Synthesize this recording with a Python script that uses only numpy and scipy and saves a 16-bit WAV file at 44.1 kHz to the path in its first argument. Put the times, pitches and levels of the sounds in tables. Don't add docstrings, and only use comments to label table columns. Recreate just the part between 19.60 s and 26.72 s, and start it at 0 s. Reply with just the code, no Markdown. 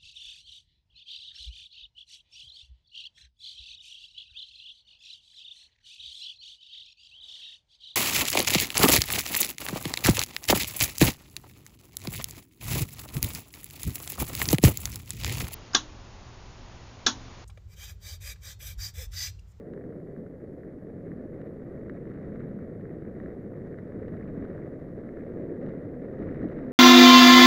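import sys
import numpy as np
from scipy import signal
from scipy.fft import rfft, irfft, next_fast_len
from scipy.io import wavfile
from scipy.ndimage import map_coordinates

SR = 44100
rng = np.random.default_rng(int(sys.argv[2]) if len(sys.argv) > 2 else 0)


def to_wav(sig):
    pcm = np.clip(np.atleast_2d(sig), -1, 1) * 32767
    pcm = np.round(pcm).astype(np.int16)
    wavfile.write(sys.argv[1], SR, pcm.T)


N = 313992

ROAR_DB, ROAR_GROWS = -40.5, 0.62
DECK_DB, DECK_GROWS = -41.5, 0.88
GRAIN_DB, GRAIN_GROWS = -63.5, 1.16
CHIP_DB, CHIP_GROWS = -57.5, 0.73
SPRAY_DB, SPRAY_GROWS = -93, 2.2
WIND_DB, WIND_GROWS = -48.5, 0.91


# middle_s, length_s, extra_boom_db
ROUGH_PATCHES = [(0.61, 0.19, 4.5), (1.05, 0.11, 4.5), (1.76, 0.23, 2.5), (2.98, 1.4, 2.5),
                 (4.6, 0.88, 2.5), (6.85, 0.12, 9)]
# middle_s, length_s, extra_roar_db
BENDS = [(0.3, 0.91, 2), (5.9, 0.69, 3.5), (6.6, 1.5, 2)]
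def rolling(effort_db, grain_db):
    stones = contacts(per_s=1500, spread_db=5.5)
    load_db = wobble(45)
    boom = amp(DECK_DB + DECK_GROWS * effort_db + swells(ROUGH_PATCHES)) * deck_boom(stones)
    roar = amp(ROAR_DB + ROAR_GROWS * effort_db + swells(BENDS)) * wheel_roar(stones)
    patter = amp(grain_db + 0.64 + 1.6 * load_db) * case_patter(stones)
    return amp(0.75 * load_db) * (boom + roar) + patter


# pitch_hz, level_db
WHEEL_TONE = [(60, -36), (175, -16), (245, 1), (340, 0), (450, -1.5), (540, -5.5), (680, -16), (820, -28),
              (1100, -40), (3000, -80)]
def wheel_roar(stones):
    return shaken(stones, WHEEL_TONE)


# pitch_hz, level_db
DECK_TONE = [(60, -22.5), (100, -8.5), (140, -3), (185, -0.5), (235, -0.2), (320, -11.5), (600, -39.5),
             (2000, -83.5)]
def deck_boom(stones, slow_pitch=0.899, fast_pitch=1.209):
    fast_share = np.clip(np.linspace(0, 1, N) ** 2 + 0.22 * wobble(9), 0, 1)
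    slow = shaken(stones, [(hz * slow_pitch, db) for hz, db in DECK_TONE])
    fast = shaken(stones, [(hz * fast_pitch, db) for hz, db in DECK_TONE])
    return unit(np.sqrt(1 - fast_share) * slow + np.sqrt(fast_share) * fast)


# pitch_hz, level_db
CASE_TONE = [(200, -19), (600, -2), (900, -3.5), (1150, 2), (1500, -0.5), (1900, 2.5), (2150, -6.5),
             (2500, -20), (3200, -29), (3800, -24), (4400, -32.5), (6000, -36), (9000, -44.5), (16000, -75)]
def case_patter(stones):
    return shaken(stones, CASE_TONE, noise_db=-4)


# pitch_hz, level_db
CLICK_TONE = [(500, -23.5), (1400, -0.5), (2200, 6.5), (2800, 3.5), (3300, -4.5), (3850, -2.5),
              (4600, -13.5), (6500, -21.5), (9000, -41), (14000, -58)]
# (the higher click_db, the harder the hit sounds)
GRIT_HITS = [(0.0685, -51, -29, 1750, .006), (0.1359, -43.5, -23, 1650, 0.0052),
             (0.1755, -46.5, -38, 1800, 0.0089), (0.2099, -53, -36, 1850, .006),
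             (0.2388, -51, -31, 1800, .005), (0.3234, -44, -35, 1400, .007), (0.4724, -54, -38, 1890, .008),
             (0.5633, -46.5, -37, 1770, .008), (0.6635, -43.5, -38, 1500, .007),
             (0.8012, -57, -38, 1850, .006), (1.033, -48.5, -38, 1800, 0.013),
             (1.0473, -52, -36, 1700, .005), (1.5167, -44.5, -38, 1850, .007),
             (1.8155, -46, -21, 1810, 0.0071), (2.1291, -47.5, -38, 1500, .005),
             (2.2965, -35, -28, 1800, 0.0054), (2.4542, -47, -34, 1750, .005),
             (2.516, -46, -32, 1800, .005), (2.5393, -44, -27, 1450, .005), (2.7575, -44, -30, 1750, .006),
             (2.804, -37, -32, 1400, .005), (2.989, -46, -35, 1750, .006), (3.0209, -50, -34, 1810, .006),
             (3.2109, -52, -21, 1900, 0.0066), (3.2537, -47, -39, 1800, .007),
             (3.4217, -45, -32, 1700, .005), (3.451, -50, -27, 1950, 0.0084),
             (3.6005, -42.5, -30, 1880, 0.014), (3.6595, -39.5, -36, 1800, .006),
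             (4.1423, -44, -34, 1700, 0.0045), (4.186, -42, -28, 1860, 0.0053),
             (4.321, -45, -38, 1750, 0.0067), (4.4299, -42, -36, 1700, .005),
             (4.4819, -48, -17, 1890, .008), (4.568, -45.5, -25, 1750, 0.006),
             (4.6003, -46, -36, 1550, 0.0055), (4.609, -46, -37, 1800, .005),
             (4.851, -35.5, -33, 1500, .006), (4.9006, -45, -36, 1650, .006),
             (4.9783, -41, -36, 1700, .006), (5.4899, -44, -36, 1750, .006),
             (5.5705, -42, -34, 1700, 0.0065), (5.594, -49, -34, 1800, 0.0045),
             (6.0278, -44.5, -30, 1830, 0.0097), (6.064, -49, -17, 1910, .008),
             (6.093, -43, -25, 1450, .006), (6.5908, -49, -20, 1750, .006), (6.745, -43, -22.5, 1780, .01),
             (6.7612, -48, -32, 1800, 0.0081), (6.8298, -43.5, -24, 1900, .014),
             (6.8454, -46, -31, 1700, .008), (6.8865, -43, -22.5, 1400, .007),
             (6.9003, -43, -29, 1750, 0.0052), (6.9624, -49, -27, 1800, 0.006)]
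def grit(echo_s=0.00103, echo_share=0.35):
    start_s, level_db, click_db, pitch_hz, ring_s = np.transpose(GRIT_HITS)
    at = np.round((start_s + 0.00035) * SR).astype(int)
    blows = np.bincount(at, amp(level_db), N)
    rings = ticks(start_s, level_db - 0.7, pitch_hz, ring_s, rise_s=0.00061)
    knocks = muffled(amp(-1.0) * struck(blows, CASE_TONE) + rings)
    clicks = struck(np.bincount(at, amp(level_db + click_db), N), CLICK_TONE)
    clicks = filtered(clicks, lambda hz: 1 + echo_share * np.exp(-2j * np.pi * hz * echo_s))
    thuds = struck(blows, WHEEL_TONE)
    return knocks + amp(13.5) * clicks + amp(-6.5) * thuds


def chips(effort_db, per_s=60, range_db=9):
    when, softness, pitch, ring = rng.random((int(per_s * N / SR), 4)).T
    level_db = CHIP_DB + CHIP_GROWS * effort_db[(when * N).astype(int)] - range_db * softness
    pitch_hz = 1950 - 700 * pitch ** 2
    ring_s = 0.0027 + 0.0064 * ring
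    return muffled(ticks(when * N / SR, level_db, pitch_hz, ring_s, rise_s=0.00068))


# middle_s, length_s, extra_crackle_db
SANDY_STRETCHES = [(2.5, 1, 4.5), (2.8, 0.2, 4), (4.64, 0.27, 4), (4.92, 0.3, 4), (6.03, 0.35, 2),
                   (6.8, 0.46, 4.5)]
def sand(grain_db, grains=1100, clumps_per_s=50, clump_db=2):
    sand_db = grain_db + swells(SANDY_STRETCHES) + clump_db * wobble(clumps_per_s)
    when, softness, pitch, ring = rng.random((grains, 4)).T
    pitch_hz = 2050 - 1000 * pitch ** 2
    ring_s = 0.0016 + 0.004 * ring
    crackle = unit(muffled(ticks(when * N / SR, -13 * softness, pitch_hz, ring_s, rise_s=0.0005)))
    snaps = unit(struck(contacts(per_s=46, spread_db=0.5), CLICK_TONE))
    harder_db = 0.35 * (sand_db - sand_db.mean())
    return amp(sand_db) * (amp(-6.0) * crackle + amp(harder_db - 29.5) * snaps)


def sand_spray(effort_db):
    cracks = contacts(per_s=360, spread_db=2.5) * amp(3 * wobble(35))
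    return amp(SPRAY_DB + SPRAY_GROWS * effort_db) * unit(struck(cracks, CLICK_TONE))


# pitch_hz, level_db
WIND_TONE = [(15, -7), (30, -5), (60, -3.5), (100, -2), (140, -3.5), (250, -11.5), (600, -34.5),
             (2000, -79.5)]
# middle_s, length_s, extra_wind_db
GUSTS = [(2.75, 0.54, 1), (4.65, 0.67, 3), (6.72, 0.51, 4)]
def wind(effort_db):
    level_db = WIND_DB + WIND_GROWS * effort_db + swells(GUSTS) + 0.31 * wobble(12)
    return amp(level_db) * noise(WIND_TONE)


# pitch_hz, level_db
HISS_TONE = [(100, -0.5), (3000, 0.5), (5200, -1.5), (8000, -3.5), (10300, -2.5), (11000, -4.5),
             (12200, -3), (12800, -24.5), (16000, -19.5)]
# pitch_hz, half_width_hz, level_db
WHISTLES = [(4530, 55, -102), (6930, 110, -101), (9100, 50, -103), (11460, 240, -96.5), (11470, 49, -95)]
def electronics():
    sound = amp(-86.0) * noise(HISS_TONE)
    for pitch_hz, half_width_hz, level_db in WHISTLES:
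        white = rng.standard_normal(N)
        whistle = filtered(white, lambda hz: 1 / (1 + ((hz - pitch_hz) / half_width_hz) ** 2))
        sound += amp(level_db) * unit(whistle)
    return sound


def contacts(per_s, spread_db):
    hit = rng.random(N) < per_s / SR
    strength = amp(spread_db * np.clip(rng.standard_normal(N), -2, 2))
    return hit * strength * np.sign(rng.standard_normal(N))


def struck(blows, tone, size=2048):
    cepstrum = irfft(np.log(gain_at(tone, np.fft.rfftfreq(size, 1 / SR))))
    cepstrum[1:size // 2] *= 2
    cepstrum[size // 2 + 1:] = 0
    ring = irfft(np.exp(rfft(cepstrum)))
    return signal.fftconvolve(blows, ring / np.abs(ring).max())[:N]


def shaken(blows, tone, noise_db=0):
    return unit(unit(struck(blows, tone)) + amp(noise_db) * noise(tone))


def ticks(start_s, level_db, pitch_hz, ring_s, rise_s, size=600):
    t = np.arange(size) / SR
    shape = (1 - np.exp(-(t / rise_s) ** 2)) * amp(-60 * t / ring_s[:, None])
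    shape /= shape.max(axis=1, keepdims=True)
    waves = amp(level_db)[:, None] * shape * np.sin(2 * np.pi * pitch_hz[:, None] * t)
    at = np.round(start_s * SR).astype(int)[:, None] + np.arange(size)
    return np.bincount(at.ravel(), waves.ravel(), N)[:N]


def muffled(x, cutoff_hz=2200):
    return signal.sosfilt(signal.butter(6, cutoff_hz, fs=SR, output="sos"), x)


def noise(tone):
    return unit(filtered(rng.standard_normal(N), lambda hz: gain_at(tone, hz)))


def filtered(x, response):
    size = next_fast_len(N + SR // 2)
    return irfft(rfft(x, size) * response(np.fft.rfftfreq(size, 1 / SR)), size)[:N]


def gain_at(tone, hz):
    pitch_hz, level_db = np.transpose(tone)
    return amp(np.interp(np.log(hz + 1), np.log(pitch_hz + 1), level_db))


def swells(rows):
    t = np.arange(N) / SR
    return sum(extra_db * np.cos(np.pi * np.clip((t - middle_s) / length_s, -.5, .5)) ** 2
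               for middle_s, length_s, extra_db in rows)


def wobble(per_s):
    points = rng.standard_normal(int(N * per_s / SR) + 4)
    return map_coordinates(points, [np.arange(N) * per_s / SR])


def amp(db):
    return 10 ** (np.asarray(db) / 20)


def unit(x):
    return x / np.sqrt(np.mean(x ** 2) + 1e-20)


# time_s, effort_db
ROLLING_EFFORT = [(0.0, -4), (0.14, -3), (0.9, -4.5), (1.04, -3.5), (1.16, -4), (1.86, -0.2), (2.0, -3),
                  (2.1, -0.3), (2.88, 0.5), (3.14, -1.7), (3.64, 1.4), (3.86, -1.5), (4.84, 3), (5.28, -1),
                  (5.62, 2.0), (5.98, 1), (6.08, 4.5), (6.38, -0.5), (6.66, 4.5), (7.1, 5)]
def scene():
    effort_db = np.interp(np.arange(N) / SR, *np.transpose(ROLLING_EFFORT))
    grain_db = GRAIN_DB + GRAIN_GROWS * effort_db
    board = rolling(effort_db, grain_db) + sand(grain_db) + sand_spray(effort_db)
    board += chips(effort_db) + grit()
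    return (board + wind(effort_db) + electronics())[None]


def record(dry, top_hz=15800):
    return filtered(dry[0], lambda hz: hz < top_hz)[None]


dry = scene()
out = record(dry)
to_wav(out)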